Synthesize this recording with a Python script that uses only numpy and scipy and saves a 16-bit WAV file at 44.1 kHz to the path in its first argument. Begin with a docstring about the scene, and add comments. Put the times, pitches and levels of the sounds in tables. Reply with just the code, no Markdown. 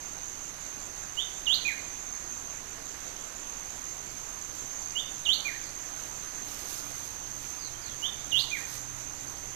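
"""A small bird whistles a three-note phrase three times; bamboo stems scatter it into a dense tail.
The bird is a gliding near-sine, the cicada and the cricket are noise ringing at a few pitches,
the leaves are crackling hiss, the twigs short ticks, the far birds gliding tones and the far motor two wavering tones.
One microphone feeds only the right input; the left carries the hiss of its own amplifier.
A steady low tone is in both inputs."""
import sys
import numpy as np
from scipy import signal
from scipy.fft import rfft, irfft
from scipy.io import wavfile
from scipy.ndimage import uniform_filter1d

SR = 44100
rng = np.random.default_rng(int(sys.argv[2]) if len(sys.argv) > 2 else 0)


def file_out(sig):
    """Save sig as 16-bit WAV at sys.argv[1]."""
    # one column per channel
    cols = np.atleast_2d(sig).T
    # limit, then scale
    lim = np.clip(cols, -1, 1)
    pcm = np.round(lim * 32767).astype(np.int16)
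    wavfile.write(sys.argv[1], SR, pcm)


N = 421155
T = np.arange(N) / SR  # time of every sample [s]

# Levels at the microphone count before the input's gain in record().
# The bird's three note shapes: (share of the note's length, pitch / home pitch, level [dB])
RISE_SHAPE = [(0, 1., -24), (.15, 1.025, -5.5), (.3, 1.07, 0), (.45, 1.16, -3.5), (.6, 1.27, -4.5),
              (.75, 1.3, -8.5), (1, 1.28, -10)]
HOOK_SHAPE = [(0, 1.44, -19), (.08, 1.29, -13), (.15, 1.08, -4), (.24, 1., 0), (.34, 1.02, -1.5),
              (.44, 1.085, 0.5), (.64, 1.22, -1), (.79, 1.32, -0.5), (.87, 1.45, -0.5), (.93, 1.61, -3.5),
              (1, 1.8, -9)]
SLIDE_SHAPE = [(0, 0.935, -13), (.05, .985, -4), (.1, 1., -0.5), (.25, .95, -1.5), (.38, .84, -5),
               (.53, .68, -17), (.65, .63, -19.5), (.85, .75, -14.5), (1, .77, -19)]
# The notes sung in each shape: (start [s], length [s], home pitch [Hz], last pitch [Hz], level [dB],
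# lift of the opening [dB], lift of the close [dB])
RISE_NOTES = [(1.165, 0.076, 2833, 3530, -30.5, -2, 4.5), (4.95, 0.08, 2803, 3590, -32, 13, 0),
              (8.016, .084, 2838, 3570, -31.5, -11, 0)]
HOOK_NOTES = [(1.455, 0.1, 2810, 5150, -26.5, -4., -2.), (5.249, 0.098, 2780, 4700, -26.5, 5.5, -1.5),
              (8.308, 0.1, 2793, 5300, -28, -3., -1.27)]
SLIDE_NOTES = [(1.645, 0.13, 2500, 1900, -30, -1.5, -9), (5.446, 0.12, 2446, 1920, -34.5, 1.3, 6),
               (8.51, .125, 2473, 1930, -34.5, -2., 0)]
OPENING, CLOSE = 0.11, 0.23  # shares of a note over which these lifts fade
# Faint overtones of the bird: (multiple of the pitch, level [dB])
BIRD_OVERTONES = [(2, -52), (3, -28.5), (4, -44), (6, -31)]
# Extra overtone level towards the top: (frequency [Hz], lift [dB])
OVERTONE_LIFT = [(5000, -6), (9000, -6.5), (11000, -5), (12500, 7.5), (14000, 12)]
# Brief dips and jumps of the song's level: (time [s], width [s], change [dB])
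SONG_CATCHES = [(1.216, .006, -7), (1.462, .006, -1), (1.542, 0.0045, 2.5), (5.28, 0.0095, -8),
                (5.293, .006, 5), (5.311, .005, -3), (8.076, 0.0066, -12)]

# Time the late scattered tail takes to die by 60 dB: (frequency [Hz], time [s])
TAIL_TIMES = [(1500, 0.97), (3000, 0.48), (5000, 0.84), (12000, 0.6)]
# Strength of the scattered tail: one level per phrase [dB]
PHRASE_SCATTER_DB = [.5, 0., 1.5]
# Single echoes off the closest stems: (delay [s], level [dB])
NEAR_ECHOES = [(.0031, -20.5), (.0079, -13), (0.0131, -17), (.021, -11.5)]

# The cicada's strength: (time [s], level [dB], lift of the steady rings [dB])
BUZZ_LEVELS = [(0, -44, 0.5), (1.1, -44.5, 1), (2.45, -44, 2.5), (2.65, -45, -4.), (3.8, -43.5, -1),
               (4.5, -43.5, 1), (4.75, -43, 1), (6.5, -44, .5), (8.3, -43.5, 0.5), (9.55, -44.5, -1.5)]
# Drift of the buzz beat: (time [s], lead [beats])
BUZZ_DRIFT = [(0, 0.16), (2.3, 0.13), (3.8, 0.49), (5.7, 0.18), (6.6, 0.04), (7.5, -.08), (8.2, -0.16),
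              (9.55, -0.23)]
# Resonances of the cicada's body: (frequency [Hz], width [Hz], relative level [dB])
BODY_RINGS = [(5858, 90, -14), (5922, 47, -14.5), (6104, 120, -7), (6360, 217, -3), (6894, 140, -10),
              (7440, 700, -13.5), (12700, 300, -26)]
# Its steadiest rings, kept from beat to beat: (middle frequency [Hz], width [Hz], relative level [dB])
STEADY_RINGS = [(6300, 49, -8), (6374, 51, -6.5), (6450, 53, -6.5)]
BUZZ_PER_S, BUZZ_SAG_HZ_PER_S = 80.8, 5.  # the steady rings sink slowly
BUZZ_WAVER_DB, BUZZ_WAVERS_PER_S = .7, 12.

# The cricket's pace and strength: (time [s], lead over the steady beat [chirps], level [dB])
CRICKET_PACE = [(0, -.55, -50.5), (.9, -.76, -49), (1.6, -0.68, -47.5), (2.0, -0.58, -50),
                (2.8, -0.56, -50.5), (3.7, -.28, -48.5), (4.3, -0.28, -51), (4.7, -0.3, -46.5),
                (5.4, -0.2, -49.5), (5.85, -0.34, -51), (6.02, -.3, -56), (6.2, -0.19, -48),
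                (6.7, -0.55, -56), (7.0, -.74, -57), (7.7, -.85, -61), (7.95, -.6, -52), (8.3, -.98, -55),
                (8.7, -1.18, -52), (9.2, -1.36, -50), (9.35, -1.4, -60), (9.55, -1.15, -54)]
CHIRPS_PER_S = 5.7
CHIRP_SPREAD_DB, CHIRP_JITTER_S, CHIRP_SPREAD_HZ = 0.2, .007, 40.

# Tone colour of the leaves: (frequency [Hz], relative level per Hz [dB])
LEAF_COLOUR = [(300, -10), (1500, -10.5), (4000, -2.5), (6000, 2.5), (10000, -5), (14000, -.5)]
# Quiet stir of the leaves: (time [s], level [dB])
LEAF_STIR = [(0, -78), (3.9, -60), (4.2, -57), (5.2, -59), (6.3, -56), (7.6, -57), (9.55, -63)]
# Rustles that swell and die around a peak: (peak time [s], level [dB], swell [s], die [s])
LEAF_RUSTLES = [(4.57, -52, .05, .05), (6.04, -51, .08, .1), (6.5, -45, .06, .2), (6.73, -41, 0.1, 0.13),
                (7.02, -48.5, 0.28, 0.16), (7.45, -49.5, .12, 0.11), (8.05, -56, .05, .05),
                (8.4, -45, .05, .05), (8.6, -47, 0.054, .05), (8.73, -44.5, 0.083, 0.086),
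                (9.0, -55, .07, .06), (9.28, -54, .1, .2)]
# Dry ticks of twigs: (time [s], peak level [dB], frequency [Hz])
TWIG_TICKS = [(4.906, -31, 5200), (7.08, -42, 11500), (7.27, -36, 4500), (7.443, -34, 2500),
              (7.798, -44, 10000), (8.204, -43, 11000), (8.331, -31, 11400), (8.38, -35, 12000),
              (8.43, -34, 8000), (8.589, -41, 9500), (9.18, -37, 5000)]

# Short far whistles, levels before the mix: (start [s], length [s], first pitch [Hz], last pitch [Hz], level [dB])
FAR_WHISTLES = [(1.002, 0.032, 1150, 1900, -56), (5.589, 0.09, 5340, 4000, -60),
                (7.58, 0.09, 5100, 3720, -56.5), (7.724, .03, 3210, 3080, -61),
                (7.799, .115, 5380, 2990, -59.5)]
FAR_FLUTTER_DB = 2.

# Far wash of the woods: (frequency [Hz], level per Hz [dB])
WASH_COLOUR = [(20, -82.5), (45, -79.5), (130, -85), (220, -85), (350, -83), (460, -86), (800, -83.5),
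               (1300, -84.5), (2500, -87.5), (3200, -91), (5400, -91), (8500, -98), (10500, -99),
               (14000, -100)]
# The motor draws nearer: (time [s], low tone [Hz], low tone level [dB], upper tone level [dB])
MOTOR_TONES = [(0, 120, -72, -69), (3.5, 120, -70, -72), (4.5, 122, -63, -70), (5.2, 120, -68, -68),
               (6.5, 117, -63, -66), (7.3, 122, -60, -66), (8, 128, -59, -70), (8.9, 128, -58, -62),
               (9.1, 127, -59, -66), (9.55, 126, -60, -67)]
HUM_UPPER_HZ = 288.6  # middle pitch of the upper tone
RUMBLE_DB = -1.5  # bass noise against the low tone
# Hiss of the left input's amplifier: (frequency [Hz], level per Hz [dB])
AMPLIFIER_HISS = [(12, -72.5), (25, -75.5), (50, -76.5), (100, -80), (250, -85.5), (600, -91), (1200, -95),
                  (3000, -96.5), (7000, -100.0), (12000, -101.9)]
# Likeness of the hiss and the wash in the bass: (frequency [Hz], share)
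SHARED_BASS = [(20, 0.77), (40, 0.54), (70, 0.49), (240, 0.26), (700, 0.014)]
# The steady low tone: (frequency [Hz], left level [dB], right level [dB])
STEADY_LOW_TONE = (30., -61, -60.5)
EDGE_HZ = 14170  # top of the band


def gain_of(db):
    """Turns decibels into gain."""
    return 10 ** (np.asarray(db) / 20)


def evened(x):
    """Scales a sound to an average (rms) strength of 1."""
    return x / np.sqrt(np.mean(x ** 2) + 1e-20)


def over_time(points):
    """Reads a (time, value) table at every sample."""
    return np.interp(T, *np.transpose(points))


def read(points, hz):
    """Reads a (frequency, value) table on a log-frequency axis."""
    f, value = np.transpose(points)
    return np.interp(np.log(hz + 1), np.log(f + 1), value)


def coloured(x, points):
    """Gives white noise of strength 1 the power per Hz listed in a table."""
    gain = gain_of(read(points, np.fft.rfftfreq(N, 1 / SR)))
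    return irfft(rfft(x) * gain * np.sqrt(SR / 2), N)


def add(mix, s, sound):
    """Mixes a sound in at time s, cut off at the end of the mix."""
    part = mix[round(s * SR):][:len(sound)]
    part += sound[:len(part)]


def resonate(x, hz, width):
    """Shifts hz down to zero, smooths twice and shifts back: a steep resonance of gain 1."""
    turn = np.exp(2j * np.pi * np.cumsum(hz * np.ones(len(x))) / SR)
    r = np.exp(-np.pi * width / SR)
    smooth = signal.lfilter([(1 - r) ** 2], [1, -2 * r, r * r], x / turn)
    return 2 * (turn * smooth).real


def drift(per_s):
    """Wanders along straight lines between random values of spread 1, per_s of them a second."""
    knots = rng.standard_normal(4000)
    return np.interp(T * per_s, np.arange(4000), knots)


def patches(shape, bins, frames):
    """Random values of rms 1, smoothed over neighbouring pitches and moments."""
    across_pitch = uniform_filter1d(rng.standard_normal(shape), bins, 0)
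    return evened(uniform_filter1d(across_pitch, frames, 1))


def bird():
    """A near sine with faint overtones follows the pitch and level of each note's shape."""
    out = np.zeros(N)
    for shape, notes in (RISE_SHAPE, RISE_NOTES), (HOOK_SHAPE, HOOK_NOTES), (SLIDE_SHAPE, SLIDE_NOTES):
        share, ratio, shape_db = np.transpose(shape)
        for s, length, home_hz, last_hz, db, opening_db, close_db in notes:
            u = np.arange(0, length, 1 / SR) / length  # 0 to 1 through the note
            corners_hz = [*(home_hz * ratio[:-1]), last_hz]
            hz = uniform_filter1d(np.interp(u, share, corners_hz), 150, mode="nearest")
            angle = 2 * np.pi * np.cumsum(hz) / SR
            voice = np.sin(angle)
            for k, overtone_db in BIRD_OVERTONES:
                level = gain_of(overtone_db + read(OVERTONE_LIFT, k * hz))
                voice += level * np.sin(k * angle) * (k * hz < SR / 2)
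            lift_db = opening_db * np.exp(-u / OPENING) + close_db * np.exp((u - 1) / CLOSE)
            level = np.sqrt(2) * gain_of(db + lift_db + np.interp(u, share, shape_db))
            add(out, s, level * voice * signal.windows.tukey(len(u), .1))
    catch_db = sum(db * np.exp(-((T - s) / width) ** 2) for s, width, db in SONG_CATCHES)
    return out * gain_of(catch_db)


def near_stems(x):
    """The closest stems send back single echoes that beat with a gliding note."""
    out = x.copy()
    for delay, db in NEAR_ECHOES:
        add(out, delay, gain_of(db) * x)
    return out


def thicket(x, gap_s=0.0034, uneven_db=3.5, patchy_db=2.5, early=1.2, early_t60=0.14):
    """Random echoes off the stems die band by band; each phrase gets new ones as the microphone sways."""
    out = np.zeros(N + SR)
    for k, part in enumerate(np.array_split(x, 3)):  # each third holds one phrase
        taps = np.zeros(SR // 2)
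        at = np.arange(0, len(taps) - 40, 40)
        size = rng.choice([-1., 1.], len(at)) * gain_of(uneven_db * rng.standard_normal(len(at)))
        taps[at + rng.integers(0, 40, len(at))] = size
        taps[:round(gap_s * SR)] = 0
        hz, t, z = signal.stft(taps, SR, nperseg=256)
        z = z * gain_of(patchy_db * patches(z.shape, 2, 8))  # some pitches linger, others drop out
        late_fade = gain_of(-60 * t / read(TAIL_TIMES, hz)[:, None])
        early_fade = early * gain_of(-60 * t / early_t60)
        tail = signal.istft(z * (late_fade + early_fade), SR, nperseg=256)[1]
        scattered = signal.fftconvolve(part, tail / np.linalg.norm(tail))
        add(out, k * (N // 3) / SR, gain_of(PHRASE_SCATTER_DB[k]) * scattered)
    return out[:N]


def cicada(depth=0.45, ring=0.29):
    """Bursts of rib clicks, one burst a beat, ring the body at a few pitches."""
    beat = (BUZZ_PER_S * T + over_time(BUZZ_DRIFT) + .2) % 1
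    burst = 1 - depth + depth * 1.8 * np.exp(-beat / ring)
    drive = rng.standard_normal(N) * burst
    s, level_db, rings_db = np.transpose(BUZZ_LEVELS)
    body = sum(gain_of(db) * evened(resonate(drive, hz, width)) for hz, width, db in BODY_RINGS)
    for hz, width, db in STEADY_RINGS:
        sinking_hz = hz - BUZZ_SAG_HZ_PER_S * (T - T.mean())
        tone = resonate(rng.standard_normal(N), sinking_hz, width)
        # the strength is held nearly steady while the phase wanders
        tone /= np.sqrt(uniform_filter1d(tone ** 2, 200) + 0.11 * np.mean(tone ** 2))
        pulsed = evened(tone * uniform_filter1d(burst, 90))
        body += gain_of(db + np.interp(T, s, rings_db)) * pulsed
    waver_db = BUZZ_WAVER_DB * drift(BUZZ_WAVERS_PER_S)
    return evened(body) * gain_of(np.interp(T, s, level_db) + waver_db)


def cricket(length=.16, from_hz=7010, to_hz=7200, strokes_per_s=56.4):
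    """Each chirp is a few wing strokes on a resonance that climbs; no two are quite alike."""
    out, t = np.zeros(N), np.arange(0, length, 1 / SR)
    strokes = 0.6 + np.sin(np.pi * strokes_per_s * t) ** 2
    s, lead, db = np.transpose(CRICKET_PACE)
    beats = np.floor(CHIRPS_PER_S * T + np.interp(T, s, lead))
    middles = T[1:][np.diff(beats) > 0]
    noise = rng.standard_normal((60, 12003))
    for middle, (loud, late, high, *scrape) in zip(middles, noise):
        hz = np.linspace(from_hz, to_hz, len(t)) + CHIRP_SPREAD_HZ * high
        wing = resonate(np.array(scrape[:len(t)]) * strokes, hz, 230.0)
        level = gain_of(np.interp(middle, s, db) + CHIRP_SPREAD_DB * loud)
        start = max(middle + CHIRP_JITTER_S * late - length / 2, 0)
        add(out, start, level * evened(wing) * signal.windows.tukey(len(t), .7))
    return out


def rustle():
    """Dense leaf crackle: small clicks of uneven size over hiss."""
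    size = gain_of(2.5 * np.minimum(rng.exponential(1, N), 5))
    clicks = size * (rng.random(N) < 3000. / SR)  # about 3000 a second
    drive = rng.standard_normal(N) * (1 + 0.37 * evened(clicks))
    leaves = coloured(drive, LEAF_COLOUR)
    power = gain_of(over_time(LEAF_STIR)) ** 2
    for s, db, swell, die in LEAF_RUSTLES:
        width = np.where(T < s, swell, die)
        power = power + gain_of(db) ** 2 * np.exp(-2 * ((T - s) / width) ** 2)
    return evened(leaves) * np.sqrt(power) * gain_of(1.3 * drift(70.))


def twigs():
    """Short dry ticks: sines that die by 60 dB in 3.9 ms."""
    out, t = np.zeros(N), np.arange(400) / SR
    for s, db, hz in TWIG_TICKS:
        add(out, s, gain_of(db - 60 * t / 0.0039) * np.sin(2 * np.pi * hz * t))
    return out


def far_birds():
    """Gliding whistles whose level flutters on the way."""
    out = np.zeros(N)
    for s, length, from_hz, to_hz, db in FAR_WHISTLES:
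        t = np.arange(0, length, 1 / SR)
        whistle = signal.chirp(t, from_hz, length, to_hz, "logarithmic")
        add(out, s, gain_of(db) * whistle * signal.windows.tukey(len(t), .3))
    return out * gain_of(FAR_FLUTTER_DB * drift(120.))


def hum():
    """The far motor: two low tones of wavering pitch and level over bass noise."""
    s, *columns = np.transpose(MOTOR_TONES)
    low_hz, low_db, upper_db = (np.interp(T, s, c) for c in columns)
    low_angle = 2 * np.pi * np.cumsum(low_hz + 3.51 * drift(14.)) / SR
    low = np.sin(low_angle) * gain_of(low_db + 4.1 * drift(8.0))
    upper_angle = 2 * np.pi * np.cumsum(HUM_UPPER_HZ + 2.42 * drift(14.)) / SR
    upper = np.sin(upper_angle) * gain_of(upper_db + 5.4 * drift(5.))
    rumble = evened(resonate(rng.standard_normal(N), 83.0, 70.)) * gain_of(low_db + RUMBLE_DB)
    return np.sqrt(2) * (low + upper) + rumble


def air(white):
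    """The far wash of the woods: coloured noise with drifting patches and a slowly wavering level."""
    z = signal.stft(white, nperseg=512)[2]
    patchy = signal.istft(z * gain_of(1.3 * patches(z.shape, 5, 10)), nperseg=512)[1][:N]
    return coloured(patchy, WASH_COLOUR) * gain_of(0.59 * drift(2.985))


def amplifier(white):
    """Hiss of the unused input: coloured noise that shares some bass with the wash's noise."""
    other = rng.standard_normal(N)
    same = np.clip(read(SHARED_BASS, np.fft.rfftfreq(N, 1 / SR)), 0, 1)
    mixed = irfft(same * rfft(white) + np.sqrt(1 - same ** 2) * rfft(other), N)
    return coloured(mixed, AMPLIFIER_HISS)


def scene():
    """Row 0 holds the amplifier hiss of the unused left input, row 1 the sound at the microphone."""
    white = rng.standard_normal(N)
    song, far, ticks = bird(), far_birds(), twigs()
    # the far birds are heard mostly through the stems
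    scattered = thicket(gain_of(-3.0) * song + gain_of(8.0) * far + gain_of(-5.0) * ticks)
    whistles = near_stems(song + gain_of(-11.) * far)
    heard = whistles + scattered + cicada() + cricket() + rustle() + ticks + hum() + air(white)
    return np.array([amplifier(white), heard])


def record(dry):
    """The microphone input has 6 dB of gain; a low tone joins both inputs; then the band limit."""
    hz, *db = STEADY_LOW_TONE
    low_tone = np.sqrt(2) * gain_of(db)[:, None] * np.sin(2 * np.pi * hz * T)
    inputs = dry * [[1], [2]] + low_tone
    band_limit = signal.firwin(1023, EDGE_HZ, window=("kaiser", 10), fs=SR)
    return signal.oaconvolve(inputs, band_limit[None], "same")


dry = scene()
out = record(dry)
file_out(out)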